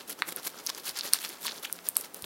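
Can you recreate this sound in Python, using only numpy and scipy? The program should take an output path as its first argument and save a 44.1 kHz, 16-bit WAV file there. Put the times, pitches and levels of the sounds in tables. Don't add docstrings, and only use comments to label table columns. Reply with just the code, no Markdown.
import sys
import numpy as np
from scipy import signal
from scipy.fft import rfft, irfft, next_fast_len
from scipy.io import wavfile
from scipy.ndimage import map_coordinates

SR = 44100
rng = np.random.default_rng(int(sys.argv[2]) if len(sys.argv) > 2 else 0)


def master_out(mix):
    frames = np.transpose(np.atleast_2d(mix))
    ceiling = np.clip(frames, -1, 1)
    pcm = np.round(ceiling * 32767).astype(np.int16)
    wavfile.write(sys.argv[1], SR, pcm)


N = 99225
SWELL_SHAPE = 1.47

# frequency in Hz, gain in dB.
BEAD_COLOUR = [(300, -33), (700, -7), (1400, -1.5), (2200, -4), (4500, 0), (7500, -4), (12000, -58)]
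# frequency in Hz, gain in dB.
SNAP_COLOUR = [(30, -14), (400, -7), (1300, 0), (3200, -2), (4500, 3), (5900, 0), (7100, -8), (8800, 1),
               (15000, -1), (18000, -16)]


def kneading():
    # peak time, rise, fall in seconds, then rub, crunch, fizz levels in dB.
    pushes = [ (.008, .01, 0.018, -51, -46, -52), (0.1, 0.014, 0.015, -48.5, -41, -35.5),
              (.127, 0.011, 0.0067, -48, -45, -42), (0.195, 0.013, 0.017, -45.5, -50, -48.5),
              (0.291, .018, 0.013, -40.5, -39, -35.5), (0.322, 0.01, 0.0063, -46, -39, -37),
              (0.375, 0.014, 0.03, -44, -45, -46.5), (0.445, 0.014, 0.043, -54, -43.5, -39),
              (0.474, 0.012, 0.0057, -40, -33, -32), (.59, 0.053, 0.033, -48.5, -48, -51.5),
              (0.669, 0.023, 0.011, -69, -46, -43), (0.699, 0.011, 0.0047, -44.5, -31, -37.5),
              (0.792, 0.064, 0.019, -50.5, -47, -48.5), (0.883, 0.031, 0.023, -48, -37, -35),
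              (0.991, .036, 0.013, -53, -36, -41.5), (1.057, 0.026, 0.044, -46.5, -39, -40),
              (1.14, 0.012, 0.031, -52, -35, -36.5), (1.216, 0.027, 0.077, -76, -43, -42),
              (1.252, 0.0092, 0.016, -48, -34.5, -40), (1.299, 0.011, 0.083, -51.5, -48.5, -51.5),
              (1.459, 0.038, 0.015, -50.5, -41, -36.5), (1.483, 0.031, 0.026, -48, -39.5, -59),
              (1.565, 0.11, 0.041, -51, -47.5, -49), (1.635, .006, 0.0073, -49.5, -39.5, -39),
              (1.651, 0.0046, 0.0056, -57, -32, -36.5), (1.75, 0.18, 0.079, -59.5, -55.5, -54.5),
              (1.874, 0.027, 0.023, -52, -45, -44), (2.007, 0.043, 0.016, -52.5, -49, -38.5),
              (2.047, 0.016, 0.019, -52, -46, -45.5), (2.147, 0.01, 0.13, -55, -54.5, -50),
              (2.245, 0.0035, 0.0091, -39, -51, -41), ]
    crunch_grains = (1400, 3200, 0.9, 1.43, 5.9, 0.36)
    fizz_grains = (1500, 9260, 0.4, 2.6, 1.4, 0.25)
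    rub_grains = (900, 390.5, 0.78, 1.25, 8.7, 0.38)
    tick_grains = (193, 5204, 0.3, 1.5, 8, 0)
    # frequency in Hz, gain in dB.
    fizz_colour = [(3000, -20), (6300, -4), (9000, 2), (12500, 5), (16000, 3)]
    rub_colour = [(40, -36), (110, -17), (200, -0.5), (450, 1.5), (750, -2), (1500, 1.5), (4000, -37)]
    tick_db, tick_db_per_crunch_db = -17.5, 0.87
    power = np.zeros((3, N))
    for peak_s, rise_s, fall_s, *levels_db in pushes:
        power += np.outer(amp(levels_db), swell(peak_s, rise_s, fall_s)) ** 2
    rub_env, crunch_env, fizz_env = np.sqrt(power)
    ticks = amp(tick_db) * crunch_env ** tick_db_per_crunch_db * grains(tick_grains, SNAP_COLOUR)
    crunch = crunch_env * grains(crunch_grains, BEAD_COLOUR)
    fizz = fizz_env * grains(fizz_grains, fizz_colour, size=64)
    rub = rub_env * grains(rub_grains, rub_colour, size=800)
    return ticks + rub + skin_sticking() * (crunch + fizz)


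def skin_sticking(rate_hz=350, depth_db=2.6):
    knots = rng.standard_normal(int(N * rate_hz / SR) + 4)
    flutter = map_coordinates(knots, [np.arange(N) * rate_hz / SR])
    return unit(amp(depth_db * flutter))


def pops(size=4096):
    # start in seconds, level in dB over 1 ms, pitch in Hz, width in octaves.
    rings = [ (.2214, -15, 1600, .52), (.2215, -25, 3950, .14), (.2214, -34, 9500, .3),
             (0.3623, -23.5, 11100, .19), (0.4722, -26.5, 10240, 0.65), (0.6652, -23, 11300, 0.81),
             (0.7, -36, 1040, 0.056), (.7007, -25, 4800, 0.36), (.7488, -32.5, 6440, .31),
             (.8933, -26, 4940, .52), (.989, -26, 6250, 0.42), (.994, -26.5, 4000, 0.38),
             (1.0098, -22.5, 4170, 0.28), (1.1346, -8.3, 9200, .1), (1.1349, -12.5, 11800, .2),
             (1.1347, -14, 4400, .1), (1.135, -18, 5700, .1), (1.1348, -27, 1700, .3),
             (1.1352, -39, 130, 1.2), (1.2493, -25.5, 3400, .6), (1.292, -31, 9550, .4),
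             (1.453, -30.5, 1040, 0.09), (1.4677, -27, 8300, 0.2), (1.468, -25, 3660, 0.31),
             (1.481, -26, 2220, 0.45), (1.4903, -30.5, 4030, 0.16), (1.511, -32.5, 3500, 0.19),
             (1.5203, -31, 4240, 0.34), (1.6503, -25.5, 2840, 0.18), (1.6985, -37, 1500, .45),
             (1.7272, -20, 11400, .5), (1.7895, -36.5, 2000, .8), (1.8879, -18, 9300, .25),
             (1.8882, -16.5, 13200, .1), (1.9565, -35, 5800, .4), (1.9646, -33.5, 1700, 1.0),
             (1.968, -11.5, 11200, .1), (1.9683, -18, 8000, .08), (1.9684, -26.5, 4800, .55),
             (1.9672, -32.5, 1080, .22), (2.0112, -29, 9000, 0.38), (2.1452, -30, 11400, 0.63),
             (2.223, -30.5, 10300, 0.69), (2.229, -41.5, 92, 0.54), (2.2424, -29.5, 3240, .25), ]
    click_db, shiver_db, pan_spread = -30, -11, 0.049
    shiver_t60_s = 0.02
    out = np.zeros((2, N + size))
    hz, t = np.fft.rfftfreq(size, 1 / SR), np.arange(size) / SR
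    for start_s, level_db, pitch_hz, width_oct in rings:
        band = np.exp(-(np.log2((hz + 1) / pitch_hz) / (2 * width_oct)) ** 2)
        click = amp(click_db) * np.minimum(1, pitch_hz / (hz + 1))
        gain = np.hypot(band, click) * amp(along(SNAP_COLOUR, hz))
        ring = irfft(gain * np.exp(1j * minimum_phase(gain)))
        decay = amp(-60 * t / shiver_t60_s * np.sqrt(pitch_hz / 1000))
        shiver = signal.fftconvolve(ring, rng.standard_normal(size) * decay)[:size]
        pop = unit(ring) + amp(shiver_db) * unit(shiver)
        pop = amp(level_db) * np.sqrt(SR / 1000) * pop / np.linalg.norm(pop)
        start = round(start_s * SR)
        out[:, start:start + size] += np.outer([1, pan_spread * rng.standard_normal()], pop)
    return out[:, :N]


def squelches(rate_hz=2500, scatter_oct=0.182, life_cycles=8.1, scatter_db=2):
    # peak time in seconds, half length in seconds, level in dB, pitch in Hz.
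    squeezes = [(0.671, 0.0022, -26, 5560), (1.469, 0.01, -36, 3900), (1.494, 0.0059, -35, 3900),
                (1.662, 0.017, -45, 2930)]
    out = np.zeros(N)
    for peak_s, half_s, level_db, pitch_hz in squeezes:
        bubble_grains = (rate_hz, pitch_hz, scatter_oct, life_cycles, scatter_db, 0)
        bubbles = grains(bubble_grains, BEAD_COLOUR, size=192)
        out += amp(level_db) * swell(peak_s, half_s, half_s) * bubbles
    return out


def table_echo(x, delay_s=0.0023, echo_db=-19):
    return filtered(x, lambda hz: 1 + amp(echo_db) * np.exp(-2j * np.pi * hz * delay_s))


def room(x, level_db=-15):
    # frequency in Hz, time to fall 60 dB in seconds.
    t60_s = [(200, 0.42), (14000, 0.11)]
    hz, t, noise = signal.stft(rng.standard_normal(SR // 3), SR, nperseg=256)
    decay = amp(-60 * t / along(t60_s, hz)[:, None])
    tail = signal.istft(noise * decay, SR, nperseg=256)[1]
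    return amp(level_db) * signal.fftconvolve(x, tail / np.linalg.norm(tail))[:N]


def hush(noise_db=-53, hum_db=-72, hum_hz=178.8, hum_width_hz=4):
    # frequency in Hz, gain in dB.
    noise_colour = [(15, -59), (25, -22), (263, 5.5), (451, 6), (1020, 1.5), (2610, -5.5), (6920, -10),
                    (16000, -10)]
    # frequency in Hz, side over mid in dB.
    side_colour = [(60, -14.5), (500, -8.5), (1500, -15), (12000, -24)]
    mid, side = amp(noise_db) * unit(coloured(rng.standard_normal((2, N)), noise_colour))
    hum = filtered(rng.standard_normal(N), lambda hz: 1 / (1 + ((hz - hum_hz) / hum_width_hz) ** 2))
    return mid + amp(hum_db) * unit(hum), coloured(side, side_colour)


def grains(settings, colour, size=256):
    rate_hz, pitch_hz, scatter_oct, life_cycles, scatter_db, hiss_share = settings
    hiss = unit(coloured(rng.standard_normal(N), colour))
    count = int(rate_hz * N / SR)
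    starts = rng.integers(0, N, (count, 1))
    pitch_draw, level_draw, sign_draw = rng.standard_normal((count, 3)).T[:, :, None]
    hz = np.minimum(pitch_hz * 2 ** (scatter_oct * pitch_draw), SR / 2)
    cycles = hz * np.arange(size) / SR
    strength = np.sign(sign_draw) * amp(scatter_db * np.clip(level_draw, -2, 2)) * hz / pitch_hz
    rings = strength * np.sin(2 * np.pi * cycles) * np.exp(-cycles / life_cycles)
    stream = np.bincount((starts + np.arange(size)).ravel(), rings.ravel(), N)[:N]
    return np.sqrt(1 - hiss_share) * unit(coloured(stream, colour)) + np.sqrt(hiss_share) * hiss


def swell(peak_s, rise_s, fall_s):
    t = np.arange(N) / SR - peak_s
    return np.exp(-np.abs(t / np.where(t < 0, rise_s, fall_s)) ** SWELL_SHAPE)


def minimum_phase(gain):
    cepstrum = irfft(np.log(np.maximum(gain, 1e-6)))
    half = len(cepstrum) // 2
    return rfft(np.concatenate([cepstrum[:1], 2 * cepstrum[1:half], np.zeros(half)])).imag


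def amp(db):
    return 10 ** (np.asarray(db) / 20)


def unit(x):
    return x / np.sqrt(np.mean(x ** 2) + 1e-20)


def along(points, hz):
    knots_hz, values = np.transpose(points)
    return np.interp(np.log(hz + 1), np.log(knots_hz + 1), values)


def filtered(x, response):
    size = next_fast_len(N + SR // 4)
    return irfft(rfft(x, size) * response(np.fft.rfftfreq(size, 1 / SR)), size)[..., :N]


def coloured(x, points):
    return filtered(x, lambda hz: amp(along(points, hz)))


def scene():
    pop_mid, pop_side = pops()
    ball = table_echo(kneading() + squelches() + pop_mid)
    hush_mid, hush_side = hush()
    mid = ball + room(ball) + hush_mid
    side = pop_side + hush_side
    return np.array([mid + side, mid - side])


def record(dry, ceiling=0.92, cutoff_hz=16100):
    limited = np.clip(dry, -ceiling, ceiling)
    return filtered(limited, lambda hz: 1 / np.sqrt(1 + (hz / cutoff_hz) ** 200))


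dry = scene()
out = record(dry)
master_out(out)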